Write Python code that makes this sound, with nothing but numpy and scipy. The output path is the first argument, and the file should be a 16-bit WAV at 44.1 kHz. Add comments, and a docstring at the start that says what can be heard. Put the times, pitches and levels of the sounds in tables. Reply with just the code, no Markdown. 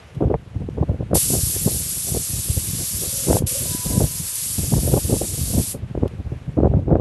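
"""A paint spray gun is triggered twice at a metal tube in a workshop.
From the start, moving air buffets the microphone: rumble, flutter, single eddies; one faint tick.
At 1.15 s the turbulent jet starts to hiss; from 3 s it briefly sings in the tube's air column.
It stops at 3.4 s and reopens at once; a far horn sounds from 3.6 to 4.5 s. After 5.7 s the jet is off,
leaving gusts, two ticks and workshop noise. The two channels are nearly alike."""
import sys
import numpy as np
from scipy import signal
from scipy.fft import rfft, irfft, next_fast_len
from scipy.io import wavfile

SR = 44100
rng = np.random.default_rng(int(sys.argv[2]) if len(sys.argv) > 2 else 0)


def master(y):
    """Save y as 16-bit WAV."""
    cut = np.clip(np.atleast_2d(y).T, -1, 1)
    pcm = np.round(cut * 32767)  # scale
    wavfile.write(sys.argv[1], SR, pcm.astype(np.int16))


N = 308744
TIME_S = np.arange(N) / SR

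# One curve per trigger pull. Each row: time in seconds, jet level in dB, low-hiss boost in dB.
TRIGGER_PULLS = [
    [(1.15, -17.5, 1.5), (1.27, -21.5, -1), (2.06, -26.5, 0.8), (2.71, -27, 3.5), (3.35, -24.5, 3.5),
     (3.39, -26, 3)],
    [(3.47, -24.5, 4), (4.23, -29.5, 5.5), (4.39, -26.5, 3.5), (5.13, -28.5, 2.5), (5.72, -27.5, 2)],
]
# Jet hiss colour. Each row: frequency in Hz, relative density in dB.
JET_SPECTRUM = [(530, -46), (900, -28), (1010, -24.5), (1170, -24.5), (1420, -23), (2620, -16.5),
                (6030, -6.5), (7240, -5.5), (10900, 0), (11900, 1), (15500, -48), (22000, -120)]
# Jet blowing across the tube. Each row: time in seconds, level in dB.
TUBE_LEVEL = [(2.98, -58), (3.08, -46.5), (3.22, -44), (3.39, -35), (3.43, -56), (3.52, -40.5),
              (3.58, -35.5), (3.62, -50), (3.75, -40)]
# Steady air over the microphone. Each row: time in seconds, rumble level in dB.
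BREEZE_LEVEL = [(0, -46), (0.12, -37.5), (0.45, -41), (0.62, -25.5), (1.05, -30.5), (1.85, -31.5),
                (2.0, -34), (2.7, -30.5), (3.2, -34.5), (3.55, -35.5), (4.1, -25.5), (4.3, -44.5),
                (4.52, -39), (4.75, -29.5), (5.45, -26.5), (5.68, -31.5), (6.2, -33), (6.53, -36.5),
                (6.8, -22), (7, -17)]
# Gusts. Each row: start in seconds, length in seconds, rumble in dB, flutter in dB.
AIR_GUSTS = [(0.158, 0.041, -30, -42), (0.211, 0.028, -16, -12), (0.257, 0.032, -27, -33.5),
             (0.303, 0.042, -20.5, -18.5), (0.547, 0.068, -32.5, -42), (0.773, 0.053, -41, -26.5),
             (0.883, 0.054, -22, -30), (0.965, 0.063, -42, -41), (1.112, 0.041, -18, -22),
             (1.146, 0.027, -20, -20), (1.307, 0.083, -31, -31.5), (1.532, 0.042, -40, -32.5),
             (1.653, 0.06, -38, -27), (1.726, 0.047, -31, -40.5), (2.074, 0.043, -36, -33.5),
             (2.145, 0.025, -30, -28), (2.334, 0.06, -32, -50), (2.487, 0.018, -31, -38),
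             (2.609, 0.094, -38, -57), (3.02, 0.04, -49, -35.5), (3.272, 0.11, -21, -23.5),
             (3.408, 0.034, -18.5, -46), (3.623, 0.03, -46, -32.5), (3.85, 0.17, -28.5, -32),
             (3.978, 0.097, -36, -32), (4.194, 0.033, -34, -51), (4.584, 0.1, -21, -39.5),
             (4.722, 0.069, -17, -27), (4.834, 0.1, -30, -33.5), (4.933, 0.047, -21, -18.5),
             (5.092, 0.042, -21.5, -25.5), (5.133, 0.03, -26, -28), (5.215, 0.03, -42, -23.5),
             (5.292, 0.05, -35, -40), (5.534, 0.06, -19, -26), (5.745, 0.015, -40, -27.5),
             (5.952, 0.043, -20, -28.5), (6.02, 0.04, -23, -23), (6.319, 0.021, -39, -35.5),
             (6.466, 0.024, -30.5, -52), (6.574, 0.04, -14.5, -19), (6.629, 0.039, -15, -16.5),
             (6.701, 0.09, -14.5, -26), (6.885, 0.22, -31, -21.5)]
# Strongest eddies at the ports. Each row: time in seconds, level in dB, base pitch in Hz.
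STRONG_EDDIES = [(0.173, -12, 108), (0.214, -14, 346), (0.221, -3, 262), (0.23, -10, 500), (0.256, -5, 111),
                 (0.304, -12, 503), (0.324, -16, 520), (0.342, -3.5, 800), (0.562, -10, 111),
                 (0.689, -12, 380), (0.784, -11.5, 420), (0.815, -2, 135), (0.925, -23, 117),
                 (1.029, -21, 540), (1.133, 4, 497), (1.156, -5.5, 740), (1.163, -8, 199),
                 (1.32, -9.5, 223), (1.353, -12, 614), (1.38, -14, 150), (1.436, -8, 111), (1.662, -1, 185),
                 (1.678, -7, 490), (2.12, -12, 131), (2.502, -6, 111), (2.605, -19, 121), (2.686, -17, 112),
                 (2.735, -12, 155), (3.282, -22, 447), (3.303, -2, 480), (3.33, -1, 694),
                 (3.369, -4.5, 770), (3.423, -10, 416), (3.75, -12, 286), (3.904, -10.5, 305),
                 (3.979, -0.5, 191), (4.006, -7.5, 606), (4.2, -13.5, 156), (4.604, -9, 132),
                 (4.684, -13, 119), (4.739, -8.5, 755), (4.757, -9, 188), (4.783, -20, 112),
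                 (4.877, -9, 520), (4.94, -1, 505), (4.976, -11, 790), (5.098, -9, 370), (5.141, -4, 403),
                 (5.221, -12.5, 590), (5.414, -10, 133), (5.549, -4, 165), (5.582, -3.5, 231),
                 (5.75, -18, 480), (5.977, -9, 435), (6.033, -3, 260), (6.059, -7.5, 440),
                 (6.325, -8.5, 120), (6.579, -7, 506), (6.587, 4.5, 278), (6.612, -6, 324),
                 (6.634, 2.5, 447), (6.647, -3, 531), (6.716, -12, 260), (6.739, -6.5, 546),
                 (6.745, -6, 100), (6.785, -21, 263), (6.887, -20.5, 518), (6.906, -7.5, 540),
                 (6.932, -10, 640), (6.956, 2, 567)]
# An eddy's main swing, slow swing and snap. Each row: ratio to base pitch, gain.
EDDY_SWINGS = [(0.92, 0.57), (0.62, 0.3), (2.07, 0.088)]
# Far horn. Each row: time in seconds, level in dB.
HORN_LEVEL = [(3.62, -60), (3.72, -45.5), (3.97, -42), (4.04, -54), (4.4, -65), (4.5, -75)]
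# Horn partials. Each row: frequency in Hz, relative level in dB.
HORN_PARTIALS = [(990.5, 0), (1486, -19), (1642, -15)]
# Small dry ticks nearby. Each row: start in seconds, level in dB, T60 in seconds.
NEAR_TICKS = [(0.1479, -52, .07), (6.078, -42, 0.022), (6.794, -60, .05)]
# Workshop background. Each row: time in seconds, level in dB.
BACKGROUND_LEVEL = [(0, -48), (0.3, -53), (0.7, -52), (6.4, -50.5), (6.7, -54.5), (7, -56.5)]
# Background colour. Each row: frequency in Hz, relative density in dB.
BACKGROUND_SPECTRUM = [(150, -28.5), (450, 1.8), (950, -4.5), (2700, -7.5), (4600, -18), (11900, -26)]
# Bands where left and right differ. Each row: low edge in Hz, high edge in Hz, side gain in dB.
STEREO_BANDS = [(772, 1500, -24.5), (3610, 5110, -21)]

VALVE_OPEN_S, DRAIN_T60_S = 0.011, (0.032, 0.092)   # one T60 per pull
TUBE_HZ, TUBE_WIDTH_HZ = 533, 72
RUMBLE_HZ, FLUTTER_HZ = (49.6, 147), (200, 515)
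BREEZE_FLUTTER_DB, BREEZE_LUMP_DB, FLUTTER_LUMP_DB = -22, 2.5, 4.5
GUST_RISE_S, GUST_FALL_S = 0.0046, 0.011
EDDIES_PER_S, EDDY_HZ = 37, (237, 648)
EDDY_OFFSET_DB, EDDY_SPREAD_DB, EDDY_CAP_DB = -4, 4.5, -12
ROOM_T60_S, ROOM_DB = 0.13, -9.5


def jet():
    """Turbulent hiss: the valve opens fast; on release, pressure drains from the nozzle."""
    flow = np.zeros(N)
    for pull, t60_s in zip(TRIGGER_PULLS, DRAIN_T60_S):
        start_s, end_s = pull[0][0], pull[-1][0]
        opening = np.clip(1 + (TIME_S - start_s) / VALVE_OPEN_S, 0, 1) ** 2
        draining = from_db(-60 * np.clip(TIME_S - end_s, 0, 1) / t60_s)
        flow += from_db(curve(pull)) * opening * draining
    boost_db = curve(np.vstack(TRIGGER_PULLS), column=2)
    return flow * coloured_noise(JET_SPECTRUM, flicker_db=1.04, shelf_hz=3600, shelf_db=boost_db)


def tube():
    """The air column answers the jet with a breathy note."""
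    note = band(rng.standard_normal(N), TUBE_HZ - TUBE_WIDTH_HZ / 2, TUBE_HZ + TUBE_WIDTH_HZ / 2)
    inside_s = np.minimum(TIME_S - TUBE_LEVEL[0][0], TUBE_LEVEL[-1][0] - TIME_S)
    fade = np.clip(inside_s / 0.04, 0, 1)
    return from_db(curve(TUBE_LEVEL)) * fade * unit_rms(note)


def air_flow():
    """Rumble and flutter gains: a lumpy breeze plus gusts that rise, hold and fall."""
    grid_s = TIME_S[::20]
    start_s, length_s, rumble_db, flutter_db = np.transpose(AIR_GUSTS)
    age_s = grid_s[:, None] - start_s
    rise = np.minimum(age_s, 0) / GUST_RISE_S
    fall = np.maximum(age_s - length_s, 0) / GUST_FALL_S
    gusts = np.exp(-rise ** 2 - fall ** 2)
    lumps = drift(20.5)
    lumps = np.where(lumps > 0, 1.4 * np.tanh(lumps / 1.4), lumps)   # upward swings level off
    rumble = from_db(curve(BREEZE_LEVEL) + BREEZE_LUMP_DB * lumps)
    flutter = rumble * from_db(BREEZE_FLUTTER_DB + FLUTTER_LUMP_DB * lumps)
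    return (rumble + np.interp(TIME_S, grid_s, gusts @ from_db(rumble_db)),
            flutter + np.interp(TIME_S, grid_s, gusts @ from_db(flutter_db)))


def wind(rumble_gain, flutter_gain):
    """Air buffets the microphone: uneven rumble and a more sharply beating flutter."""
    beats = drift(34)
    rumble = band(rng.standard_normal(N), *RUMBLE_HZ) * from_db(4.4 * beats)
    flutter = band(rng.standard_normal(N), *FLUTTER_HZ) * from_db(4.3 * beats + 4.4 * drift(71))
    air = rumble_gain * unit_rms(rumble) + flutter_gain * unit_rms(flutter)
    # low-pass: the membrane averages out small eddies
    return signal.sosfilt(signal.butter(3, 950, fs=SR, output="sos"), air)


def eddies(rows):
    """Each eddy pushes and pulls the membrane for a cycle or two, with a slower swing and faint snap."""
    pressure = np.zeros(N + SR)
    phases_rad = rng.uniform(0, 2 * np.pi, (500, len(EDDY_SWINGS)))
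    from_centre_s = TIME_S[:SR // 10] - 1 / 20
    for (time_s, level_db, pitch_hz), swing_phases in zip(rows, phases_rad):
        at = round(time_s * SR)
        for (ratio, gain), phase in zip(EDDY_SWINGS, swing_phases):
            cycles = from_centre_s * pitch_hz * ratio
            window = np.exp(-(cycles / np.where(cycles < 0, .5, .8)) ** 2)
            swing = window * np.cos(2 * np.pi * cycles + phase)
            pressure[at:at + len(swing)] += gain * from_db(level_db) * swing
    return pressure[SR // 20:][:N]


def lesser_eddies(flutter_gain):
    """Eddies at random times and pitches; their strength follows the flutter, up to a cap."""
    gap_draw, level_draw, pitch_draw = rng.random((400, 3)).T
    time_s = np.cumsum(-np.log(1 - gap_draw)) / EDDIES_PER_S
    flutter_db = 20 * np.log10(np.interp(time_s, TIME_S, flutter_gain))
    level_db = flutter_db + EDDY_OFFSET_DB - EDDY_SPREAD_DB * np.log(1 - level_draw)
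    pitch_hz = EDDY_HZ[0] * (EDDY_HZ[1] / EDDY_HZ[0]) ** pitch_draw
    rows = np.transpose([time_s, np.minimum(level_db, EDDY_CAP_DB), pitch_hz])
    return eddies(rows[time_s < TIME_S[-1]])


def horn():
    """Steady pitches whose levels waver over the distance."""
    sounding = (TIME_S > HORN_LEVEL[0][0]) & (TIME_S < HORN_LEVEL[-1][0])
    tone = sum(from_db(db + 3.4 * drift(20.5)) * np.sqrt(2) * np.sin(2 * np.pi * hz * TIME_S)
               for hz, db in HORN_PARTIALS)
    return from_db(curve(HORN_LEVEL)) * sounding * tone


def ticks(ring_hz=(2600, 4600), ring_db=-3):
    """Brief bright noise bursts with a hard mid-band ring."""
    envelope = sum(from_db(db - 60 * np.clip(TIME_S - start_s, 0, 1) / t60_s) * (TIME_S > start_s)
                   for start_s, db, t60_s in NEAR_TICKS)
    white = rng.standard_normal(N)
    burst = unit_rms(band(white, 1700, 12000, order=1))
    ring = from_db(ring_db) * unit_rms(band(white, *ring_hz))
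    return envelope * (burst + ring)


def workshop_reverb(source):
    """Short diffuse tail: exponentially decaying noise."""
    age_s = TIME_S[:SR // 2]
    tail = rng.standard_normal(len(age_s)) * from_db(-60 * age_s / ROOM_T60_S)
    return from_db(ROOM_DB) * signal.fftconvolve(source, tail / np.linalg.norm(tail))[:N]


def workshop_background():
    """Faint, slightly flickering midrange noise."""
    return from_db(curve(BACKGROUND_LEVEL)) * coloured_noise(BACKGROUND_SPECTRUM, flicker_db=1.0)


def coloured_noise(spectrum, flicker_db, shelf_hz=0, shelf_db=0):
    """Shaped noise in flickering half-octave bands, with an optional low shelf."""
    point_hz, point_db = np.transpose(spectrum)
    size = next_fast_len(N, True)
    hz = np.fft.rfftfreq(size, 1 / SR) + 1
    colour = from_db(np.interp(np.log(hz), np.log(point_hz), point_db))
    shaped = rfft(rng.standard_normal(size)) * colour
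    half_octave = 2 * np.log2(hz)
    common_drift = drift(19)
    noise = np.zeros(N)
    for centre in range(14, 29):
        part = irfft(shaped * np.clip(1 - abs(half_octave - centre), 0, 1), size)[:N]
        boost_db = shelf_db / (1 + (2 ** (centre / 2) / shelf_hz) ** 2) if shelf_hz else 0
        flicker = 0.32 * common_drift + drift(25) + 0.51 * drift(2)
        noise += part * from_db(flicker_db * flicker + boost_db)
    return noise / np.std(irfft(shaped, size))


def drift(corner_hz):
    """Slow random wander of unit spread."""
    step = 20
    pole = np.exp(-2 * np.pi * step * corner_hz / SR)
    slow = signal.lfilter([1], [1, -2 * pole, pole * pole], rng.standard_normal(N // step + 2002))[2000:]
    return np.interp(np.arange(N) / step, np.arange(len(slow)), unit_rms(slow - slow.mean()))


def band(x, low_hz, high_hz, order=2):
    """Butterworth band-pass."""
    return signal.sosfilt(signal.butter(order, [low_hz, high_hz], "band", fs=SR, output="sos"), x)


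def curve(rows, column=1):
    """One column of a time table, interpolated per sample."""
    columns = np.transpose(rows)
    return np.interp(TIME_S, columns[0], columns[column])


def from_db(db):
    """Level to gain."""
    return 10 ** (np.asarray(db) / 20)


def unit_rms(x):
    """Scale to rms 1."""
    return x / np.sqrt(np.mean(x ** 2) + 1e-20)


def scene():
    """All sources, equal in both channels."""
    hiss = jet()
    background = workshop_background()
    rumble_gain, flutter_gain = air_flow()
    air = wind(rumble_gain, flutter_gain) + eddies(STRONG_EDDIES) + lesser_eddies(flutter_gain)
    mono = hiss + workshop_reverb(hiss) + air + tube() + horn() + ticks() + background
    return np.array([mono, mono])


def record(dry):
    """Round the peaks, part the channels faintly in two bands, cut deep bass and top."""
    side_delay_s, low_cut_hz, high_cut_hz = .003, 46, 12030
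    stereo = .9 * np.tanh(dry / .9)
    delayed = np.roll(stereo[0], round(side_delay_s * SR))
    for low_hz, high_hz, db in STEREO_BANDS:
        band_pass = signal.ellip(5, 1, 70, [low_hz, high_hz], "band", fs=SR, output="sos")
        side = from_db(db + 5.9 * drift(8)) * signal.sosfilt(band_pass, delayed)
        stereo += [side, -side]
    stereo = signal.sosfilt(signal.butter(3, low_cut_hz, "high", fs=SR, output="sos"), stereo)
    return signal.sosfilt(signal.ellip(13, .5, 70, high_cut_hz, fs=SR, output="sos"), stereo)


dry = scene()
out = record(dry)
master(out)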